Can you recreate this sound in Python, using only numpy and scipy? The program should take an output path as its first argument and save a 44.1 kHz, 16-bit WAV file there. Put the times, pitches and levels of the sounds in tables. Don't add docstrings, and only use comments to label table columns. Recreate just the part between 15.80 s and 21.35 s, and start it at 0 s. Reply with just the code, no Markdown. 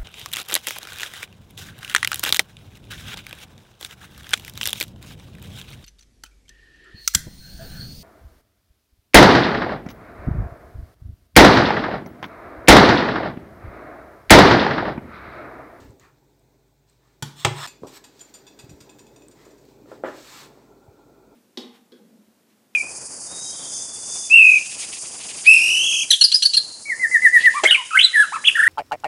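import sys
import numpy as np
from scipy import signal
from scipy.fft import rfft, irfft
from scipy.io import wavfile
from scipy.ndimage import uniform_filter1d

SR = 44100
rng = np.random.default_rng(int(sys.argv[2]) if len(sys.argv) > 2 else 0)


def amplitude_ratio(level_db):
    exponent = np.asarray(level_db, float) / 20
    return 10 ** exponent


def int16_out(signal):
    q = np.round(np.clip(np.atleast_2d(signal).T, -1, 1) * 32767)
    wavfile.write(sys.argv[1], SR, q.astype(np.int16))


N = 244755
TIME = np.arange(N) / SR

# (frequency [Hz], density [dB/Hz])
AIR_COLOUR = [(30, -22), (45, -6.5), (70, -19.5), (100, -4.5), (140, 2.5), (170, -12.5), (250, -38.5)]
# (frequency [Hz], t60 [s])
ROOM_T60 = [(100, 0.88), (500, 0.45), (2000, .4), (6000, 0.33), (9000, 0.18), (14000, 0.27)]
# (time [s], loudness of the boil layers [dB])
POT_APPROACH = [(0.0, -48), (0.11, -52), (0.22, -60.5), (0.332, -64.5), (0.726, -64.5), (1.07, -71),
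                (1.4, -65.5), (1.87, -58.5), (2.15, -58), (2.53, -57.5), (2.89, -52), (3.58, -53),
                (3.929, -54), (4.15, -48), (4.42, -57.5), (4.67, -50.5), (5.081, -55.5), (5.55, -55)]
# (frequency [Hz], density [dB/Hz])
POT_COLOUR = [(100, -36), (170, -13.5), (220, -6), (245, -8), (290, -1), (302, -2), (324, -7.5),
              (393, -1.5), (488, -9.5), (600, -14), (780, -46), (1320, -120)]
# (frequency [Hz], density [dB/Hz])
GURGLE_COLOUR = [(290, -12.5), (500, -6), (684, 4.5), (742, -2.5), (809, 3.5), (980, -2), (1190, -10.5),
                 (1360, -22.5), (2000, -30), (2600, -39), (4400, -120)]
# (frequency [Hz], density [dB/Hz])
RIM_COLOUR = [(1000, -29.5), (1260, -11), (1360, 3), (1470, -7), (1750, -34)]
# (frequency [Hz], density [dB/Hz])
WALL_COLOUR = [(2050, -30), (2330, -4), (2450, -1), (2600, -3.5), (2800, -36)]
# (frequency [Hz], density [dB/Hz])
HISS_COLOUR = [(880, -27), (1500, -4.5), (1720, -10.5), (2220, -8.5), (2500, -11), (2950, -16), (3500, -10),
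               (4220, -9), (5190, -12.5), (5620, -12), (8170, -12), (9000, -21.5), (10200, -32.5),
               (12000, -18), (15200, -14), (15800, -22.5)]
# (time [s], peak [dB], pitch [Hz])
LOW_BUMPS = [(0.013, -48, 90.5), (0.131, -57, 80), (0.223, -63, 75), (2.037, -45, 125),
             (0.044, -50.5, 78.4), (0.074, -48.5, 62), (0.096, -43.5, 115), (0.253, -64, 90),
             (2.839, -43, 127), (2.89, -47, 118), (2.912, -41.5, 150), (2.931, -49, 75), (3.011, -50, 120),
             (5.082, -48, 96)]
# (time [s],
# peak [dB], pitch [Hz], length [cycles], edge [dB])
SMALL_CLICKS = [(.107, -42, 7900, 6.2, -14), (.197, -41, 6950, 14, -7), (.595, -51, 8180, 8.7, -11),
                (1.098, -44.5, 8150, 12, -15), (2.1265, -36, 12500, 2, -12), (2.409, -38, 7080, 104, -17),
                (2.407, -42, 3270, 38, -20), (2.845, -41, 11000, 4, -6), (2.967, -47, 10800, 6.5, -14),
                (3.186, -42.5, 13000, 2.5, 0), (3.484, -31, 8150, 8.5, -17), (3.521, -50, 12500, 3, -3),
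                (3.853, -45, 10500, 6, -5), (4.06, -46.5, 1300, 4, -30), (4.263, -28.5, 1450, 7.8, -25),
                (4.2735, -25, 840, 1.4, -30), (4.282, -29.5, 608, 22, -30), (4.286, -28, 1720, 9.6, -30),
                (4.66, -38, 9250, 8.27, -8)]
# (start [s], hardest [s], end [s], level [dB], dull part [dB])
STROKES = [(0.0, 0, 0.16, -57, 7.5), (0.193, 0.198, 0.31, -62, -1), (0.198, 0.237, 0.36, -67, 15),
           (1.055, 1.09, 1.27, -66.5, -5), (1.187, 1.27, 1.34, -71.5, 6), (1.26, 1.33, 1.5, -72, 1),
           (1.549, 1.6, 1.88, -42, -7), (1.69, 1.8, 1.85, -49, 10), (1.756, 1.84, 2.07, -34.5, 2),
           (2.0, 2.04, 2.23, -60, -12), (2.07, 2.08, 2.17, -53, -9), (2.106, 2.17, 2.2, -46.5, -1.5),
           (2.165, 2.195, 2.31, -65, 2), (2.279, 2.408, 2.44, -57, -13), (2.393, 2.426, 2.3, -49.5, -15),
           (2.43, 2.497, 2.53, -58, -14), (3.5, 3.533, 4.3, -71, -12), (3.547, 3.614, 3.83, -61, 6),
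           (3.76, 3.906, 3.98, -64, -21), (4.05, 4.118, 4.25, -57.5, 4.5), (4.224, 4.278, 4.42, -51.5, -11),
           (4.325, 4.379, 4.71, -49, -13), (4.4, 4.534, 4.75, -47, -0.5), (4.526, 4.623, 4.7, -51, -1),
           (4.678, 4.753, 5, -65.5, 3.5)]
# (frequency [Hz], density [dB/Hz])
SOLE_BRIGHT = [(1180, -24), (2000, -3.5), (2260, 1.5), (2980, 0.5), (4360, 3.5), (5220, -4.5), (7710, -1),
               (9900, -15), (11800, -10.5), (15100, -17), (15800, -28)]
# (frequency [Hz], density [dB/Hz])
SOLE_LOW = [(240, -53.5), (400, -24), (891, -3.5), (1070, 0), (1350, -3.5), (1570, -9.5), (1710, -2.5),
            (3000, -19.5), (3900, -47.5), (6600, -120)]
# (frequency [Hz], density [dB/Hz])
SIEVE_COLOUR = [(1180, -25), (2000, -4.5), (2570, -13.5), (2780, -2.5), (3160, -7), (3330, -1.5),
                (4280, -4.5), (4790, -13.5), (5360, -1), (5790, -16), (7580, -5), (8700, -7), (9990, -27.5),
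                (15100, -17), (15800, -30.5)]
# (frequency [Hz], width [Hz], level [dB])
EDGE_BANDS = [(4250, 770, 1.5), (5460, 500, -2), (7900, 820, 0), (13000, 2000, -3.5)]
# (time [s], peak [dB], heel pitch [Hz], echo t60 [s], top of the rumble [Hz])
FOOTFALLS = [
    (2.0212, -40, 196, 0.058, 350),
    (2.0349, -28.5, 425, 0.28, 1160),
    (3.667, -43.5, 427, 0.4, 700),
    (4.058, -49, 519.3, 0.16, 1620),
    (4.0753, -48, 415, 0.14, 900),
    (4.1169, -32.5, 562, 0.15, 1654),
    (4.238, -18, 569, 0.38, 3500),
    (4.774, -48, 363, 0.16, 1113),
]
# (frequency [Hz], density [dB/Hz])
FLOOR_COLOUR = [(59, -41), (100, -4), (157, -22), (292, 2), (374, -1), (587, -4), (764, -6.5), (1450, -12),
                (1880, -14.5), (2200, -24), (9000, -49), (11700, -82), (19800, -120)]
# (time [s], peak [dB], flat landing: low modes [dB], crack [dB], rim modes [dB])
LID_TOUCHES = [(1.8725, -37.5, -1, 3.5, 1), (2.0684, -49, -13, 7, -9), (2.08, -51, -5, 1, 1),
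               (2.24, -43, 1, 3.5, -6), (2.249, -50.5, -9, -3, 4), (2.392, -45.5, -10, -3, -4),
               (2.4109, -46.5, -21, 3.5, 8), (2.539, -39.5, -8.5, -3, 1), (2.548, -44.5, -10, 1.5, -6),
               (2.6666, -48.5, 3.5, 1, -3), (2.676, -51.5, 2.5, 0, -4), (2.789, -42.5, -3.5, 2.5, 0),
               (2.797, -46, 2, 0, 0), (2.8935, -48.5, -4, 2, -1.5), (2.901, -53, -10, -2, 0),
               (3.0038, -43, -10, 2.5, -3), (3.0931, -46, -1, -4, 0), (3.191, -47, -1, 1, 2),
               (3.266, -54.5, 2.5, -1, 3.5), (3.361, -46.5, -4, -8, 0), (3.42, -54, 5.5, -4, -2),
               (3.511, -51.5, -13, -0.5, 1), (3.6495, -58, 2, 5.5, 1.5), (3.7054, -60.5, -2, 2, 1),
               (3.7805, -58.5, -1, 2, -3.5)]
# (frequency [Hz], level [dB], t60 [s])
LID_RIM_MODES = [(6780, -10, .08), (7060, -3, .08), (7110, -2, .13), (7400, -12, .04), (8570, -9, .09),
                 (11500, -26, .04), (12100, -26, .04), (12900, -28, .03)]
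# (frequency [Hz], level [dB], t60 [s])
LID_LOW_MODES = [(994, -5, 0.06), (1680, -11, 0.057), (2150, -24, 0.027), (2562, -4, 0.08),
                 (2555, -14.5, 0.022), (3444, -8, 0.051), (3540, -0.5, 0.041), (3940, -20, 0.044),
                 (4300, -9, 0.037)]
# (frequency [Hz], level [dB], t60 [s])
LID_PAIRED_MODES = [
    [(4870, 4, .045), (4700, -3, .04)],
    [(5750, 1, .05), (5800, 1, .07)],
]
# (frequency [Hz], density [dB/Hz])
LID_CRACK_COLOUR = [(800, -5), (1400, -4.5), (4200, -5), (4820, 4), (5400, -9), (7200, -5), (8800, -0.5),
                    (9600, -31), (11800, -6), (15800, -42)]
# (time [s], peak [dB], crack t60 [s], clatter t60 [s], ring [dB])
SIEVE_KNOCKS = [
    (1.424, -23.5, 0.04, 0.41, 1.5),
    (1.6481, -6, 0.016, 0.12, -8),
]
# (frequency [Hz], level [dB], t60 [s])
FIRST_BODY = [(123.4, -3.5, 0.13), (142.4, -7, 0.48), (221.5, -15, 0.22), (871, -9.5, 0.067),
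              (1466, -8.5, 0.051), (1840, -11, .06), (2370, -16, 0.072), (3110, -17, 0.11),
              (3380, -9.5, 0.11), (4560, -12, 0.043), (5545, -16.5, 0.11), (5850, -11, 0.044),
              (7100, -10.5, .06), (7880, 0.5, 0.018)]
# (frequency [Hz], level [dB], t60 [s])
SECOND_BODY = [(113.6, -5.5, 0.28), (140.7, -6.5, 0.44), (366, -5, 0.18), (847, -8, 0.11), (964, 0, .06),
               (1293, -11, 0.07), (2422, -7, .05), (2760, -9, .05), (3180, -17, 0.056),
               (3876, -12.5, 0.064), (4590, -23.5, 0.17), (5136, -21.5, .12), (7250, -19, 0.0514)]
# (frequency [Hz], density [dB/Hz])
FIRST_CRACK = [(35, -32.5), (60, -5.5), (320, -2), (573, -26), (916, -12), (2700, -18.5), (3340, -12),
               (3840, -12), (7250, -15.5), (13400, -23.5), (16500, -30.5)]
# (frequency [Hz], density [dB/Hz])
SECOND_CRACK = [(35, -30.5), (280, -12), (480, -2.5), (1010, -5), (1500, -11), (3110, -7), (3840, -12),
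                (6450, -16.5), (8150, -14), (10300, -34), (15400, -32.5), (16500, -52)]
# (time [s], peak [dB], t60 [s])
SETTLING = [
    (1.65, -8.5, .02),
    (1.655, -26, 0.027),
    (1.6605, -34, 0.012),
    (1.678, -48, 0.019),
    (1.779, -42, .02),
    (1.782, -34, .02),
]

CHANGE_S = (1.8665, 1.873)
NEAR_DB = -53
# (level [dB], share of the change in loudness they follow)
GURGLE_LAW, STEAM_LAW, AIR_LAW = (-61, 0.58), (-69, 0.3), (-64.5, 0.29)
RIM_S = (2.0, 2.398, 4.0, 4.95)
RIM_DB, FACING_DB, WALL_DB = (-91.5, -82, -84, -67), (-3.5, 0, -2, 2), (-93, -96, -78, -80.5)
HUM_HZ, HUM_DB = 51.5, -64.5
SHADOW_S, SHADOW_DB = (2.05, 2.25, 2.75, 3.2), -5
PRESS, EASE = 1.01, 1.43
GRIT_PER_S, GRIT_DB, GRIT_S = 580, 2, 0.003
SCRAPE_S, SCRAPE_DB = (2.125, 2.15, 2.178, 2.187), -51.5
FLOOR_TILT_DB, FLOOR_CUT_DB = 1.5, -48
DAMPING, DETUNE = 0.64, 0.0071
PAIR_DB, PAIR_SPREAD_DB = (-10.5, -8), 2.5
SHIVER_S = (2.05, 2.5, 3.95, 4.08)
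SHIVER_DB, SHIVER_DB_PER_S = -64.5, -5


def evened(x):
    return x / np.sqrt(np.mean(x ** 2) + 1e-20)


def read(points, hz):
    f, value = np.transpose(points)
    return np.interp(np.log(hz + 1), np.log(f + 1), value)


def add(mix, s, sound):
    part = mix[round(s * SR):][:len(sound)]
    part += sound[:len(part)]


def above(x, hz):
    return signal.sosfilt(signal.butter(2, hz, "high", fs=SR, output="sos"), x)


def below(x, hz):
    return signal.sosfiltfilt(signal.ellip(8, .2, 70, hz, fs=SR, output="sos"), x)


def colour(x, points):
    gain = amplitude_ratio(read(points, np.fft.rfftfreq(len(x), 1 / SR)))
    return evened(irfft(rfft(x) * gain, len(x)))


def slow(hz, count):
    sos = signal.butter(2, hz, fs=SR, output="sos")
    return evened(signal.sosfilt(sos, rng.standard_normal(count)))


def patchy(points, depth_db, size=(8, 10)):
    z = signal.stft(rng.standard_normal(N), nperseg=512, noverlap=384)[2]
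    patches = uniform_filter1d(rng.standard_normal(z.shape), size[0], 0)
    patches = evened(uniform_filter1d(patches, size[1], 1))
    noise = signal.istft(z * amplitude_ratio(depth_db * patches), nperseg=512, noverlap=384)[1]
    return colour(noise[:N], points)


def ring(modes, rise_s=0.0016, spread_db=0., luck=1, waver_db=0., size=22050):
    t = np.arange(size) / SR
    draws = luck * rng.standard_normal((len(modes), 2))
    waver = rng.standard_normal((len(modes), size // 100 + 1))
    waver = uniform_filter1d(waver, size=8, axis=1) * np.sqrt(8)
    waver_s = np.arange(waver.shape[1]) * 100 / SR
    y = np.zeros(size)
    for (hz, db, t60), (a, phase), w in zip(modes, draws, waver):
        level = db + spread_db * a - 60 * t / t60 + waver_db * np.interp(t, waver_s, w)
        y += amplitude_ratio(level) * np.sin(2 * np.pi * hz * t + phase)
    return y * (1 - np.exp(-t / rise_s))


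def burst(points, t60, rise_s=0.004, size=22050):
    t = np.arange(size) / SR
    noise = colour(rng.standard_normal(size), points)
    return noise * amplitude_ratio(-60 * t / t60) * (1 - np.exp(-t / rise_s))


def resonate(x, hz, width):
    turn = np.exp(2j * np.pi * np.cumsum(hz) / SR)
    r = np.exp(-np.pi * width / SR)
    return 2 * (turn * signal.lfilter([1 - r], [1, -r], x / turn)).real


def grit():
    sizes = amplitude_ratio(GRIT_DB * np.minimum(rng.exponential(1, N), 3))
    catches = sizes * (rng.random(N) < GRIT_PER_S / SR)
    return evened(3.6 + signal.lfilter([1], [1, -np.exp(-1 / (GRIT_S * SR))], catches))


def nearness(at_db, share):
    boil_db = np.interp(TIME, *np.transpose(POT_APPROACH))
    return amplitude_ratio(at_db + share * (boil_db - NEAR_DB))


def air():
    shade = np.interp(TIME, SHADOW_S, (0, 1, 1, 0))
    tone = colour(rng.standard_normal(N), AIR_COLOUR)
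    tone = nearness(*AIR_LAW) * amplitude_ratio(3.0 + SHADOW_DB * shade) * tone
    return amplitude_ratio(HUM_DB - 3.7 * shade) * np.sin(2 * np.pi * HUM_HZ * TIME) + tone


def room(x):
    taps = np.zeros(SR)
    at = np.arange(150, SR - 20, 20)
    taps[at + rng.integers(0, 20, len(at))] = rng.choice([-1., 1.], len(at))
    hz, t, z = signal.stft(taps, SR, nperseg=256)
    decay = amplitude_ratio(-60 * t / read(ROOM_T60, hz)[:, None])
    tail = signal.istft(z * decay, SR, nperseg=256)[1]
    return signal.fftconvolve(above(x, 170.0), tail / np.linalg.norm(tail))[:N]


def simmer():
    rim_db, facing_db, wall_db = (np.interp(TIME, RIM_S, db) for db in (RIM_DB, FACING_DB, WALL_DB))
    rim = amplitude_ratio(rim_db) * patchy(RIM_COLOUR, 1.0)
    wall = amplitude_ratio(wall_db) * patchy(WALL_COLOUR, 2.0)
    boil = nearness(NEAR_DB, 1) * patchy(POT_COLOUR, 0.61, size=(2, 12))
    gurgle = nearness(*GURGLE_LAW) * amplitude_ratio(facing_db) * patchy(GURGLE_COLOUR, 2.4, size=(3, 10))
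    steam = nearness(*STEAM_LAW) * patchy(HISS_COLOUR, 1.5)
    return boil + gurgle + steam + rim + wall


def bumps():
    out = np.zeros(N)
    for s, db, hz in LOW_BUMPS:
        add(out, s, amplitude_ratio(db + 13.5) * ring([(hz, 0, 5.3 / hz)], 0.0022, luck=0, size=8192))
    return out


def clicks():
    out = np.zeros(N)
    for s, db, hz, cycles, edge_db in SMALL_CLICKS:
        tone = ring([(hz, 0, 3 * cycles / hz)], 0.00013, size=8192)
        edge = amplitude_ratio(edge_db) * burst(HISS_COLOUR, 0.013, 0.00087, size=8192)
        add(out, s, amplitude_ratio(db) * (tone + edge))
    return out


def slides():
    sieve = abs(TIME - 1.72) < .2
    cloth = patchy(SOLE_BRIGHT, 0.72)
    metal = patchy(SIEVE_COLOUR, 2.7, size=(5, 8))
    swish = amplitude_ratio(-6) * patchy(HISS_COLOUR, 1.2)
    bright = np.where(sieve, metal * grit(), (cloth + swish) * amplitude_ratio(0.77 * slow(150, N)))
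    dull = patchy(SOLE_LOW, 2.0, size=(3, 10))
    sing_hz = np.where(sieve, 3570, 5170)
    sing_db = np.where(sieve, -3.5, -10.)
    sheen = bright + amplitude_ratio(sing_db) * evened(resonate(rng.standard_normal(N), sing_hz, 500.))
    out = np.zeros(N)
    for start, hardest, end, db, dull_db in STROKES:
        stroke = np.interp(TIME, (start, hardest, end), (0, 1, 0))
        stroke = stroke ** np.where(TIME < hardest, PRESS, EASE)
        stroke = stroke * ((TIME < CHANGE_S[0]) | (start > CHANGE_S[0]))
        out += stroke * amplitude_ratio(db) * (sheen + amplitude_ratio(dull_db) * dull)
    return out


def scrape():
    drive = rng.standard_normal(N) * grit()
    bands = np.zeros(N)
    for hz, width, db in EDGE_BANDS:
        curve = np.full(N, hz)
        bands += amplitude_ratio(db) * evened(resonate(resonate(drive, curve, width), curve, width))
    return amplitude_ratio(SCRAPE_DB) * np.interp(TIME, SCRAPE_S, (0, 1, 1, 0)) * bands


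def steps():
    out = np.zeros(N)
    f = np.geomspace(FLOOR_COLOUR[0][0], FLOOR_COLOUR[-1][0], num=60)
    for s, db, hz, t60, top_hz in FOOTFALLS:
        level = read(FLOOR_COLOUR, f) + FLOOR_TILT_DB * np.log2(f / 500)
        level = level + FLOOR_CUT_DB * np.maximum(np.log2(f / top_hz), 0)
        heel = ring([(hz, 0, 6.2 / hz), (hz * 2.31, -12, 6.8 / hz)], 0.00084, luck=0)
        echo = ring([(hz * 0.927, 0, 37.0 / hz)], 0.00028, luck=0)
        rumble = burst(np.transpose([f, level]), t60, 0.0037)
        add(out, s - .0008, -amplitude_ratio(db + 17.0) * heel)
        add(out, s + 0.00937, amplitude_ratio(db - 1.5) * echo)
        add(out, s + 0.00205, amplitude_ratio(db - 6) * rumble)
    return above(out, 170.0)


def touched(modes):
    luck = rng.standard_normal((len(modes), 2))
    return [(hz * (1 + DETUNE * a), db, t60 * DAMPING * amplitude_ratio(0.7 * b))
            for (hz, db, t60), (a, b) in zip(modes, luck)]


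def lid():
    out = np.zeros(N)
    pair_db = PAIR_SPREAD_DB * rng.standard_normal((len(LID_TOUCHES), 2)) + PAIR_DB
    for (s, db, low_db, crack_db, rim_db), (mid_db, upper_db) in zip(LID_TOUCHES, pair_db):
        touch = amplitude_ratio(rim_db) * ring(touched(LID_RIM_MODES), 0.0016, 2.5, waver_db=1.5, size=8192)
        touch += amplitude_ratio(low_db) * ring(touched(LID_LOW_MODES), 0.0007, 3.36, size=8192)
        touch += amplitude_ratio(mid_db) * ring(touched(LID_PAIRED_MODES[0]), size=8192)
        touch += amplitude_ratio(upper_db) * ring(touched(LID_PAIRED_MODES[1]), waver_db=2.0, size=8192)
        touch += amplitude_ratio(crack_db) * burst(LID_CRACK_COLOUR, 0.06, 0.0029, size=8192)
        add(out, s, amplitude_ratio(db + 1.5) * touch)
    shiver = np.interp(TIME, SHIVER_S, (0, 1, 1, 0))
    shiver = shiver * amplitude_ratio(SHIVER_DB + SHIVER_DB_PER_S * (TIME - SHIVER_S[1]))
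    softer_hiss = [(f, db - 0.48 * np.log2(f / 3000)) for f, db in HISS_COLOUR]
    return out + shiver * (patchy(softer_hiss, 1.2) + amplitude_ratio(-7.0) * patchy(SOLE_LOW, 1.9))


def knocks():
    out = np.zeros(N)
    struck = zip(SIEVE_KNOCKS, (FIRST_BODY, SECOND_BODY), (FIRST_CRACK, SECOND_CRACK))
    for (s, db, t60, clatter_t60, ring_db), body, crack in struck:
        dull = [(f, level - 2.4 * np.log2(f / 1000)) for f, level in crack]
        snap = above(burst(crack, t60, 0.0002), 430.0)
        clatter = amplitude_ratio(-9) * above(burst(dull, clatter_t60, .002), 320.)
        ringing = amplitude_ratio(ring_db) * ring(body, 0.0016, luck=0, waver_db=2.6)
        add(out, s, amplitude_ratio(db) * (snap + clatter + ringing))
    for s, db, t60 in SETTLING:
        add(out, s, amplitude_ratio(db) * above(burst(SECOND_CRACK, t60, 0.00053), 600.))
    return above(out, 61.8)


def scene():
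    first = np.arange(N) < CHANGE_S[0] * SR
    near = knocks() * first + clicks()
    feet = steps() + slides() + scrape()
    far = lid()
    direct = near + amplitude_ratio(-3.5) * feet + amplitude_ratio(-1.5) * far
    send = amplitude_ratio(-11.5) * near + amplitude_ratio(-14.0) * feet + amplitude_ratio(-4.5) * far
    wet = direct + first * room(send * first) + room(send * ~first)
    return (wet + bumps() + simmer() + air())[None]


def top_cut(x):
    return signal.sosfilt(signal.butter(12, 16840, fs=SR, output="sos"), x)


def record(dry):
    gap = uniform_filter1d(((TIME > CHANGE_S[0]) & (TIME < CHANGE_S[1])) * 1., size=24)
    x = below(above(dry, 42), 16700)
    body = below(x, 15850)
    loud = uniform_filter1d((abs(above(x, 2000)) > .09) * 1., size=600) > 0
    mix = (body + loud * (x - body)) * amplitude_ratio(-15 * gap)
    return top_cut(mix)


dry = scene()
out = record(dry)
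int16_out(out)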